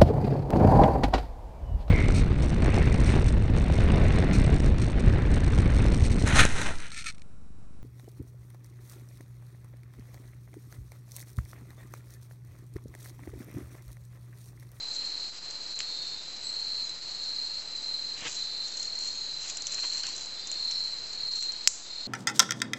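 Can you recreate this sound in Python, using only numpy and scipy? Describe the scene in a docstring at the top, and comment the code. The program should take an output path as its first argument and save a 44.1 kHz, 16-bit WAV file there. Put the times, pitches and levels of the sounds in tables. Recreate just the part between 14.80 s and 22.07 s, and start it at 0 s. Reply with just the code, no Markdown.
"""Tree crickets trill by rubbing their wings in a wood at dusk, a few near ones over a far chorus.
A small kindling fire ticks, and from 1.6 s a few thin whistles come from the trees.
At 3.4 s someone shifts on dry leaves, then reaches into a pile of twigs, which rustle, click and bump.
A stick is pulled free and bent. Near 6.9 s it breaks with a sharp snap that rings back from the trees."""
import sys
import numpy as np
from scipy import signal
from scipy.fft import rfft, irfft
from scipy.io import wavfile
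from scipy.ndimage import uniform_filter1d, map_coordinates

SR = 44100
rng = np.random.default_rng(int(sys.argv[2]) if len(sys.argv) > 2 else 0)


def dump_mix(stems):
    """Bounce the given channels to the path in sys.argv[1] as a 16-bit WAV at rate SR."""
    frames = np.atleast_2d(stems).T  # one column per channel
    limited = np.clip(frames, -1, 1)  # hard clip at full scale
    pcm = np.round(limited * 32767).astype(np.int16)
    wavfile.write(sys.argv[1], SR, pcm)


N = 320607
TIME = np.arange(N) / SR
TREBLE_LIMIT_HZ = 8100

# Movements among twigs and leaves: kindling settles, a person shifts and rummages, a stick is bent.
# Each row: start in seconds, length in seconds, relative crackle level in dB, relative scrape level in dB.
MOVEMENTS = [(.145, .015, -43, -65), (.21, .03, -52, -53), (3.395, .08, -44, -43.5), (3.48, .03, -37, -50),
             (3.55, .04, -41, -51), (3.88, .15, -45, -61), (4.22, .06, -41.5, -59), (4.63, .07, -39.5, -51),
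             (4.92, .3, -41.5, -49.5), (5.26, .025, -42, -45), (5.35, .06, -44, -53), (5.7, .38, -53, -61),
             (6.55, .08, -45, -72)]
# The bright tone of crackling dry wood. Each row: frequency in Hz, relative level in dB.
CRACKLE_SPECTRUM = [(1500, -26.5), (3500, -1.5), (5000, 1), (6500, 5), (7500, 7.3), (8200, -15)]


def near_crickets(echo_db=-8, faint_db=-48):
    """The nearest crickets sing overlapping trills; faint ones are farther off and arrive more as echo."""
    # Each cricket's own song. Each entry: pitch in Hz, wing strokes per second, trill length in seconds.
    songs = {"high": (4315, 39.8, .37), "bright": (4235, 38.8, .38), "middle": (4160, 39.6, .32),
             "low": (4078, 38.4, .31), "deep": (3675, 37.9, .38)}
    # Who sings when. Each row: start in seconds, name of the cricket, level in dB.
    trills = [(-.08, "low", -40), (.107, "bright", -39.5), (.16, "low", -42), (.62, "bright", -43.5),
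              (.86, "low", -43.5), (.99, "high", -40.5), (1.06, "middle", -44), (1.061, "deep", -49),
              (1.48, "low", -44), (1.638, "high", -42), (1.66, "bright", -37.5), (1.855, "low", -39),
              (2.21, "high", -42), (2.32, "low", -42), (2.43, "bright", -37.5), (2.845, "low", -40),
              (3.035, "middle", -36.5), (3.563, "high", -41.5), (3.565, "low", -38), (3.569, "deep", -51.5),
              (3.941, "bright", -38), (4.14, "bright", -41), (4.38, "low", -40.5), (4.7, "bright", -43),
              (4.915, "middle", -36), (4.97, "high", -39.5), (5.33, "low", -43), (5.557, "deep", -51.5),
              (5.692, "bright", -35.5), (5.742, "high", -39.5), (5.835, "low", -38), (6.0, "middle", -43),
              (6.32, "high", -40), (6.4, "middle", -35.5), (6.5, "bright", -42.5), (7.012, "deep", -51.5),
              (7.097, "bright", -38)]
    out = np.zeros(N)
    for start, cricket, db in trills:
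        hz, strokes_per_s, length = songs[cricket]
        song = np.pad(trill(length, hz, strokes_per_s), (0, SR // 10))
        echo_gain = amp(echo_db) + amp(faint_db - db) ** 2
        heard = song + echo_gain * woods(song, echo_s=.18)
        add(out, start, amp(db) * heard * np.std(song) / np.std(heard))
    return out


def trill(length, hz, strokes_per_s, sounding_share=.74, sag=.03, climb_hz_per_s=130):
    """Each closing of the wings scrapes out one pulse of tone, whose pitch sags as the wings slow."""
    t = TIME[:max(round(length * SR), 256)]
    strokes = t * strokes_per_s
    closing = np.minimum(strokes % 1 / sounding_share, 1)  # 0 is open, 1 is shut
    pitch = hz * (1 - sag * (closing - .5) + .004 * drift(t, 60.47))
    pitch += climb_hz_per_s * (t - length / 2)
    fresh_start = rng.random(256)[strokes.astype(int)]  # the wings ring afresh at every stroke
    phase = 2 * np.pi * (np.cumsum(pitch) / SR + fresh_start)
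    pulse = np.abs(np.sin(np.pi * closing ** 1.08)) ** .47
    pulse *= amp(.5 * drift(t, strokes_per_s))
    effort = amp(2.2 * np.sin(np.pi * t / t[-1]))  # greatest in the middle of the trill
    fade_out = np.minimum((t[-1] - t) / .0091, 1)
    overtone = amp(-20) * np.sin(2 * phase) * (2 * hz < .97 * TREBLE_LIMIT_HZ)
    return unit(pulse * effort * fade_out * (np.sin(phase) + overtone))


def snap(scatter_s=.005, echo_s=.63):
    """The stick breaks; near stones scatter the crack and the trees return a bright echo."""
    # The stick's fibres part in quick succession.
    # Each row: start in seconds, relative peak in dB, pitch in Hz, rise time in seconds.
    fibres = [(6.8745, -7, 2620, 0.00015), (6.8746, -2.5, 5150, 0.00025), (6.8745, -7, 7500, 0.00037),
              (6.8762, -14.5, 6430, 0.00087), (6.876, -19, 4450, 0.00062), (6.8777, -24, 7600, 0.00072),
              (6.882, -21, 5860, 0.00025)]
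    # The tone of the echo. Each row: frequency in Hz, relative level in dB.
    echo_spectrum = [(500, -40), (2500, -28), (3900, -19.5), (4800, -6), (5600, 1), (7400, 9), (8300, -10)]
    out, t = np.zeros(N), TIME[:SR // 2]
    for start, db, hz, rise_s in fibres:
        add(out, start, amp(db + 1) * ping(hz, rise_s))
    stones = amp(-25) * np.exp(-t / scatter_s)
    trees = amp(-32.5 - 60 * t / echo_s)
    add(out, fibres[0][0], (stones + trees) * colour(rng.standard_normal(len(t)), echo_spectrum))
    return low_cut(out, corner_hz=750)


def ticks(splinter_s=.0041, delay_s=.00081):
    """Each tick of fire or twig is a bright ping, a duller knock and a brief burst of splintering."""
    # The loudest ticks. Each row: start in seconds, relative peak in dB, pitch in Hz,
    # relative level of the knock in dB.
    loud_ticks = [(0.7072, -33, 6450, -23), (0.989, -25.5, 7260, -5), (1.0038, -28, 4890, 7.5),
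                  (3.9708, -29, 6690, -25), (4.0285, -30.5, 6900, -25), (4.1882, -30, 6800, -12),
                  (4.6976, -22, 7170, -30), (4.77, -22.5, 7140, -10), (4.8208, -29, 6930, -21),
                  (4.8682, -20, 5830, -26), (4.9215, -29, 7150, -10), (4.9439, -25, 6030, -30),
                  (5.233, -26.5, 4830, -7), (5.2665, -25, 5800, -15), (5.3637, -29, 7180, -22),
                  (5.671, -27, 6880, -27), (5.7149, -28, 7100, -4), (5.911, -27, 5460, -4),
                  (6.33, -34, 6800, -11), (6.6252, -29, 7510, -6), (6.72, -32.5, 7100, -7)]
    out, t = np.zeros(N), TIME[:1024]
    for start, db, hz, knock_db in loud_ticks + small_ticks():
        noise = colour(rng.standard_normal(len(t)), CRACKLE_SPECTRUM)
        splinters = amp(-6) * noise * np.exp(-t / splinter_s)
        knock = amp(knock_db + 2.5) * ping(hz=2850, rise_s=.00015)
        add(out, start + delay_s, amp(db + 1) * (ping(hz, rise_s=.00046) + knock + splinters))
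    return low_cut(out + amp(-10) * woods(out, echo_s=.2), corner_hz=900)


def small_ticks(fire_per_s=1.2, twigs_per_s=8):
    """Lists ticks that come by chance: a few from the fire, more while the twigs move."""
    busy = np.max([movement(start, length) for start, length, _, _ in MOVEMENTS], axis=0)
    starts = TIME[rng.random(N) < (fire_per_s + twigs_per_s * busy) / SR]
    chances = rng.standard_normal((len(starts), 3))
    return [(start, -37 + 2 * size, 6500 + 600 * pitch, -15 + 6 * knock)
            for start, (size, pitch, knock) in zip(starts, chances)]


def rustle(sizzle_db=-61):
    """Dry twigs and leaves crackle and rub; the fire keeps a faint sizzle going."""
    crackle_gain = np.max([amp(db - 1) * movement(s, length) for s, length, db, _ in MOVEMENTS], axis=0)
    scrape_gain = np.max([amp(db - 1) * movement(s, length) for s, length, _, db in MOVEMENTS], axis=0)
    # The duller tone of rubbing. 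Each row: frequency in Hz, relative level in dB.
    scrape_spectrum = [(60, -13), (200, -7), (600, -5.5), (1500, -3), (2900, 4), (4500, -5), (8000, -19.5)]
    crackle = colour(tiny_clicks(per_s=750, size_db=3.5, clump_db=2), CRACKLE_SPECTRUM)
    scrape = colour(tiny_clicks(per_s=2500, size_db=1, clump_db=5), scrape_spectrum)
    return np.hypot(crackle_gain, amp(sizzle_db)) * crackle + scrape_gain * scrape


def movement(start, length, swell_s=.035, fade_s=.045):
    """The loudness of one movement swells, holds and dies away."""
    before = np.minimum(TIME - start, 0)
    after = np.maximum(TIME - start - length, 0)
    return np.exp(before / swell_s - after / fade_s)


def tiny_clicks(per_s, size_db, clump_db):
    """Clicks of random size come in louder and softer clumps, with a very short echo."""
    clicks = rng.choice([-1, 1], N) * (rng.random(N) < per_s / SR)
    sizes = np.minimum(rng.exponential(1, N), 4)
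    clicks = clicks * amp(size_db * sizes + clump_db * drift(TIME, 50))
    return clicks + .7 * woods(clicks, echo_s=.038)


def knocks():
    """Sticks and stones nudge each other with soft, hollow bumps."""
    # Each row: start in seconds, peak in dB, pitch in Hz.
    bumps = [(3.422, -43, 190), (3.422, -45, 750), (3.437, -42, 1060), (3.4635, -41, 1660),
             (5.047, -42, 1000), (5.237, -35, 3070), (5.238, -39, 1540), (5.284, -43, 1025)]
    out = np.zeros(N)
    for start, db, hz in bumps:
        add(out, start, amp(db) * ping(hz, rise_s=.0018))
    return out


def chorus(centre_hz, spread_hz, level_db, count):
    """Far crickets trill in two parts of the wood, each on its own pitch, blurred by echoes."""
    places = np.zeros((2, N))
    for k, start in enumerate(np.linspace(-.5, TIME[-1], count)):
        pitch, pace, length = rng.standard_normal(3)
        hz = centre_hz + spread_hz * np.clip(pitch, -2.5, 2.5)
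        add(places[k % 2], start, trill(.5 + .067 * length, hz, strokes_per_s=38 + 1.5 * pace))
    return amp(level_db) * unit(sum(place + woods(place, echo_s=.61) for place in places))


def joining_in(near, follow_db_per_db=.38, smooth_s=.1):
    """The loudness of the far chorus swells and rests together with the near crickets."""
    window = signal.windows.hann(round(2 * smooth_s * SR))
    near_power = signal.fftconvolve(unit(near) ** 2, window / window.sum(), "same")
    return unit((np.abs(near_power) + .03) ** (follow_db_per_db / 2))


def whistles(waver_hz=130):
    """Thin, faint whistles glide unsteadily and are blurred by the trees."""
    # Each row: start in seconds, length in seconds, first and last pitch in Hz, relative level in dB.
    glides = [(1.629, 0.08, 7650, 7700, -44), (2.037, 0.016, 6480, 6700, -43),
              (3.92, 0.16, 6480, 6900, -51), (4.3, 0.2, 6450, 6760, -48), (5.61, 0.038, 4620, 4730, -44),
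              (5.876, 0.13, 5320, 5280, -47.5)]
    out = np.zeros(N)
    for start, length, from_hz, to_hz, db in glides:
        t = TIME[:round(length * SR)]
        pitch = np.linspace(from_hz, to_hz, len(t)) + waver_hz * drift(t, 500)
        tone = np.sin(2 * np.pi * np.cumsum(pitch) / SR)
        add(out, start, amp(db) * unit(signal.windows.tukey(len(t), .5) * tone))
    return amp(-4) * (.89 * out + .83 * woods(out, echo_s=.24))


def background(air_db=-52, hiss_db=-47, flicker_db=1.37, dropout_s=.011):
    """Soft outdoor air lies under the flickering hiss of the farthest insects."""
    # The tones of the air and of the insects. Each row: frequency in Hz, relative level in dB.
    air_spectrum = [(25, 2), (60, 0), (110, 0), (200, -0.5), (330, -0.5), (700, -0.23), (1300, -2),
                    (2800, -1), (3500, -2.5), (4500, -21), (8000, -33)]
    insect_spectrum = [(2500, -24.5), (3500, -8), (4300, 2), (4700, 4), (5100, -0.5), (5600, -6),
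                       (6500, -4.5), (7400, -4), (7800, -4.5), (8300, -73.5)]
    # The recorder lets the background noise drop out for an instant.
    # Each row: time in seconds, depth of the dropout in dB.
    dropouts = [(0.512, 9), (0.603, 6), (0.95, 7), (1.397, 4), (2.204, 4), (6.505, 6), (6.605, 14),
                (7.035, 4)]
    air = amp(air_db) * colour(rng.standard_normal(N), air_spectrum)
    hiss = amp(hiss_db + flicker_db * drift(TIME, 70)) * colour(rng.standard_normal(N), insect_spectrum)
    dropout_db = sum(depth * np.exp(-((TIME - when) / dropout_s) ** 2) for when, depth in dropouts)
    return air * amp(-dropout_db) + hiss * amp(-.6 * dropout_db)


def woods(x, echo_s, echoes_per_s=2000):
    """Echoes from trunks and leaves fade by 60 dB in echo_s; each call is another place in the wood."""
    t = TIME[:SR // 2]
    echoes = rng.standard_normal(len(t)) * (rng.random(len(t)) < echoes_per_s / SR)
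    echoes *= amp(-60 * t / echo_s) * (t > .004)
    return signal.fftconvolve(x, echoes / np.linalg.norm(echoes))[:len(x)]


def ping(hz, rise_s):
    """Struck wood rings for a moment, swelling and dying."""
    t = TIME[:1024]
    return t / rise_s * np.exp(1 - t / rise_s) * np.sin(2 * np.pi * hz * t)


def low_cut(x, corner_hz):
    """Takes the bass out of a sound below corner_hz."""
    return signal.sosfilt(signal.butter(2, corner_hz, "highpass", fs=SR, output="sos"), x)


def colour(x, spectrum):
    """Shapes a sound's tone by rows of frequency in Hz and level in dB, at an average level of 1."""
    hz, db = np.transpose(spectrum)
    frequencies = np.fft.rfftfreq(len(x), 1 / SR)
    gain = amp(np.interp(np.log(frequencies + 1), np.log(hz + 1), db))
    return unit(irfft(rfft(x) * gain, len(x)))


def drift(t, per_s):
    """A smooth random wobble of size about 1."""
    return map_coordinates(rng.standard_normal(4096), [t * per_s], order=2, mode="wrap")


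def amp(db):
    """Turns decibels into a number to multiply by."""
    return 10 ** (np.asarray(db) / 20)


def unit(x):
    """Scales a sound to an average (rms) level of 1."""
    return x / np.sqrt(np.mean(x ** 2) + 1e-20)


def add(mix, start_s, sound):
    """Mixes a sound in at a given time, dropping what does not fit."""
    start = round(start_s * SR)
    sound = sound[max(-start, 0):]
    part = mix[max(start, 0):][:len(sound)]
    part += sound[:len(part)]


def gain_control(x, threshold_db=-20, share=.22, recover_db_per_s=4, lag_s=.008):
    """A loud peak turns the recorder's volume down a moment later; it creeps back slowly."""
    power_db = 10 * np.log10(np.abs(uniform_filter1d(x[0] ** 2, size=128)) + 1e-12)
    excess_db = np.maximum(power_db - threshold_db, 0)
    recovery_db = TIME * recover_db_per_s
    cut_db = np.maximum.accumulate(share * excess_db + recovery_db) - recovery_db
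    smooth_cut_db = uniform_filter1d(cut_db, size=256)
    return x * amp(-np.interp(TIME - lag_s, TIME, smooth_cut_db))


def scene():
    """Crickets near and far, the fire and the twigs, mixed into one channel."""
    near = near_crickets()
    far = joining_in(near) * chorus(centre_hz=4090, spread_hz=108, level_db=-41.7, count=260)
    shrill = chorus(centre_hz=4630, spread_hz=190, level_db=-57, count=90)
    dusk = near + far + shrill + background() + whistles()
    return (dusk + rustle() + knocks() + snap() + ticks())[None]


def record(dry, offset=-.0036, top_hz=15800):
    """The recorder loses the high treble, rests slightly off zero and clips anything past full scale."""
    treble_cut = signal.firwin(301, TREBLE_LIMIT_HZ, window=("kaiser", 8), fs=SR)[None]
    smoothing = signal.firwin(301, top_hz, window=("kaiser", 8), fs=SR)[None]
    dulled = signal.oaconvolve(gain_control(dry), treble_cut, "same")
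    return signal.oaconvolve(np.clip(dulled + offset, -1, 1), smoothing, "same")


dry = scene()
out = record(dry)
dump_mix(out)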